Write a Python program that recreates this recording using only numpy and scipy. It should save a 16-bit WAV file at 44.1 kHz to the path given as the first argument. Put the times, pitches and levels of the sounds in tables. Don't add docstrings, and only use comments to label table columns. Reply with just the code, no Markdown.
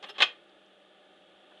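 import sys
import numpy as np
from scipy import signal
from scipy.io import wavfile

SR = 44100
rng = np.random.default_rng(int(sys.argv[2]) if len(sys.argv) > 2 else 0)


def inscribe(sig):
    pcm = np.round(np.clip(np.atleast_2d(sig).T, -1, 1) * 32767)
    wavfile.write(sys.argv[1], SR, pcm.astype(np.int16))


N = 70560
CONTACTS_PER_S = 4000


def carrier_blows(mix):
    # t/s, level/dB, chatter hold/s, bass/dB, treble/dB, housing ring/dB
    blows = [(0.0264, -45, 0.0092, 9.5, 5.5, -10), (0.0385, -39.5, 0.0089, 11.5, 0, -12.5),
             (0.094, -49, .010, -13, 7, -16), (0.1817, -37, 0.017, 5.5, 1, -1),
             (0.2034, -22, 0.0091, 2.5, -5.5, -13.5), (0.2115, -28.5, 0.0069, -12, -6, -14),
             (0.2205, -16, .009, -4, 0.5, -1.5), (0.2376, -27, 0.0049, -1, -4.5, -15.5)]
    # f/Hz, level/dB, t60/s
    housing = [(125, -46, 0.15), (733, -6, 0.071), (1191, -5.5, 0.1), (1496, -2.5, 0.049),
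               (1880, -14, 0.098), (2099, 3.5, 0.039), (2438, -4, 0.066), (2552, 3.5, 0.089),
               (2704, -4, 0.074), (3070, 1, 0.13), (3228, -1.5, 0.094), (3380, -9, 0.12), (3670, -10, .06),
               (4350, -16.5, .07)]
    attack_s, ring_rise_s = 0.00027, 0.0024
    chatter_t60, crack_t60 = 0.042, 0.029
    crack_db, crack_treble_db = -8, 13
    t = np.arange(SR // 2) / SR
    attack = 1 - np.exp(-t / attack_s)
    ring = sum((-1) ** k * amp(db) * decay(t, t60) * np.sin(2 * np.pi * hz * t)
               for k, (hz, db, t60) in enumerate(housing))
    ring *= 1 - np.exp(-t / ring_rise_s)
    for start_s, level_db, hold_s, bass_db, treble_db, ring_db in blows:
        held = attack * decay(np.maximum(t - hold_s, 0), chatter_t60)
        chatter = colour(contacts(CONTACTS_PER_S, len(t)) * held, steel(bass_db, treble_db))
        burst = contacts(CONTACTS_PER_S, len(t)) * attack * decay(t, crack_t60)
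        crack = colour(burst, steel(bass_db, treble_db + crack_treble_db))
        add(mix, start_s, amp(level_db) * (chatter + amp(crack_db) * crack + amp(ring_db) * ring))


def steel(bass_db, treble_db):
    # f/Hz, level/dB
    knock = [(30, -50), (110, -39.5), (180, -24), (340, -16.5), (520, -10), (610, -7), (670, -17.5),
             (735, -4), (870, -4.5), (985, -15), (1090, -3), (1240, -2), (1390, -15), (1550, -5),
             (1850, -5), (2300, -9.5), (2600, -5), (3250, 2.5), (3750, -4.5), (4200, -11), (4480, -12.5),
             (4750, -21.5), (5200, -15.5), (5500, -27), (5800, -25), (7000, -28), (8200, -38),
             (10300, -41.5), (11200, -51), (12000, -62.5)]
    bass_hz, treble_hz = 1190, 4700
    hz = bins()
    low_shelf = 1 / (1 + (hz / bass_hz) ** 4)
    high_shelf = 1 - 1 / (1 + (hz / treble_hz) ** 8)
    return read(knock, hz) + bass_db * low_shelf + treble_db * high_shelf


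def guide_scrapes(mix):
    # t/s, rise/s, fall/s, level/dB, treble/dB, guide ring/dB
    scrapes = [(0.05, 0.019, 0.027, -49.5, -9, -1.5), (0.0843, .012, 0.024, -43, 2, 2),
               (0.141, .027, .02, -48.5, -4.5, -13)]
    # f/Hz, level/dB, t60/s
    guide = [(418, -12.5, 0.11), (1252, -16, .06), (2790, -9, .07), (3090, -8, 0.11), (3210, -7, .09)]
    slip_spread_db = 3
    t = np.arange(SR // 4) / SR
    modes = sum(amp(db) * unit(decay(t, t60) * np.cos(2 * np.pi * hz * t)) for hz, db, t60 in guide)
    for start_s, rise_s, fall_s, level_db, treble_db, ring_db in scrapes:
        slips = contacts(per_s=2900, size=len(t))
        slips = unit(slips * amp(slip_spread_db * rng.standard_normal(len(t))))
        slips *= np.interp(t, [0, rise_s, rise_s + fall_s], [0.25, 1, 0])
        rasp = colour(slips, steel(bass_db=4.5, treble_db=treble_db))
        ring = signal.fftconvolve(slips, modes / np.sqrt(len(t)))[:len(t)]
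        add(mix, start_s, amp(level_db) * (rasp + amp(ring_db) * ring))


def mechanism_ticks(mix):
    # t/s, level/dB, centre f/Hz, half-width/octaves, t60/s
    ticks = [(0.096, -44.5, 5210, .04, .04), (0.4948, -68, 3970, .45, .03), (0.6604, -64, 5250, .24, .018),
             (1.5175, -56, 1020, 0.58, .06), (1.573, -54, 3170, 0.14, .04)]
    t = np.arange(SR // 4) / SR
    for start_s, level_db, centre_hz, octaves, t60 in ticks:
        band_db = -10 * np.log10(1 + (np.log2((bins() + 1) / centre_hz) / octaves) ** 8)
        burst = contacts(CONTACTS_PER_S, len(t)) * decay(t, t60)
        add(mix, start_s, amp(level_db) * colour(burst, band_db))


def fan(size=4096):
    # f/Hz, level/dB
    vents = [(20, -35), (60, -27.5), (115, -26.5), (180, -12), (235, -17), (345, -1), (460, -9), (600, 0),
             (665, -14.5), (750, -3), (1000, -21.5), (1120, -16), (1220, -8.5), (1340, -15), (1460, -10),
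             (1580, -18), (1710, -9.5), (1920, -18), (2400, -17.5), (2650, -13), (2850, -13.5),
             (3350, -8.5), (3650, -12.5), (4000, -23), (5200, -35), (10300, -38), (12000, -56)]
    # t/s, level/dB
    air_level = [(0, -58.5), (.7, -60.5), (1.15, -60), (1.45, -59.5), (1.6, -57.5)]
    # f/Hz, rms level/dB, waver depth/Hz
    tones = [(195, -76.5, 2.1), (615.6, -70, 8), (770, -85, 7)]
    wavers_per_s = 37
    t = np.arange(N) / SR
    air = unit(colour(rng.standard_normal(N + size), read(vents, bins()))[size:])
    whir = air * amp(np.interp(t, *np.transpose(air_level)))
    for hz, db, waver_hz in tones:
        drift = np.interp(t * wavers_per_s, np.arange(size), rng.standard_normal(size))
        phase = 2 * np.pi * np.cumsum(hz + waver_hz * drift) / SR
        whir += amp(db) * unit(np.sin(phase))
    return whir


def room(x, delay_s=0.006):
    # f/Hz, t60/s
    decay_times = [(150, 0.19), (500, 0.44), (800, 0.25), (1500, 0.24), (2800, 0.23), (5000, 0.19),
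                   (10000, .165)]
    hz, t, bands = signal.stft(contacts(per_s=3000, size=SR // 2), SR, nperseg=256)
    bands *= decay(t, read(decay_times, hz)[:, None])
    _, tail = signal.istft(bands, SR, nperseg=256)
    out = np.zeros(N)
    add(out, delay_s, signal.fftconvolve(x, tail / np.linalg.norm(tail)))
    return out


def contacts(per_s, size):
    place, sign = rng.random((size, 2)).T
    at = ((np.arange(size) + place) * SR / per_s).astype(int)
    out = np.zeros(size)
    out[at[at < size]] = np.sign(sign - .5)[at < size]
    return unit(out)


def colour(x, gain_db):
    log_gain = np.log(amp(np.r_[gain_db, gain_db[-2:0:-1]]))
    taps = np.fft.ifft(np.exp(np.conj(signal.hilbert(log_gain)))).real
    return signal.fftconvolve(x, taps / np.linalg.norm(taps))[:len(x)]


def bins(size=4096):
    return np.fft.rfftfreq(size, 1 / SR)


def read(points, hz):
    f, value = np.transpose(points)
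    return np.interp(np.log(hz + 1), np.log(np.sort(f) + 1), value)


def amp(db):
    return 10 ** (np.asarray(db) / 20)


def decay(t, t60):
    return amp(-60 * t / t60)


def unit(x):
    return x / np.sqrt(np.mean(x ** 2) + 1e-20)


def add(mix, start_s, sound):
    part = mix[max(round(start_s * SR), 0):][:len(sound)]
    part += sound[:len(part)]


def scene(room_db=-14.5):
    direct = np.zeros(N)
    carrier_blows(direct)
    guide_scrapes(direct)
    mechanism_ticks(direct)
    return (direct + amp(room_db) * room(direct) + fan())[None]


def record(dry, edge_hz=12100):
    lowpass = signal.firwin(511, edge_hz, window=("kaiser", 9), fs=SR)
    return signal.oaconvolve(dry, lowpass[None], "same")


dry = scene()
out = record(dry)
inscribe(out)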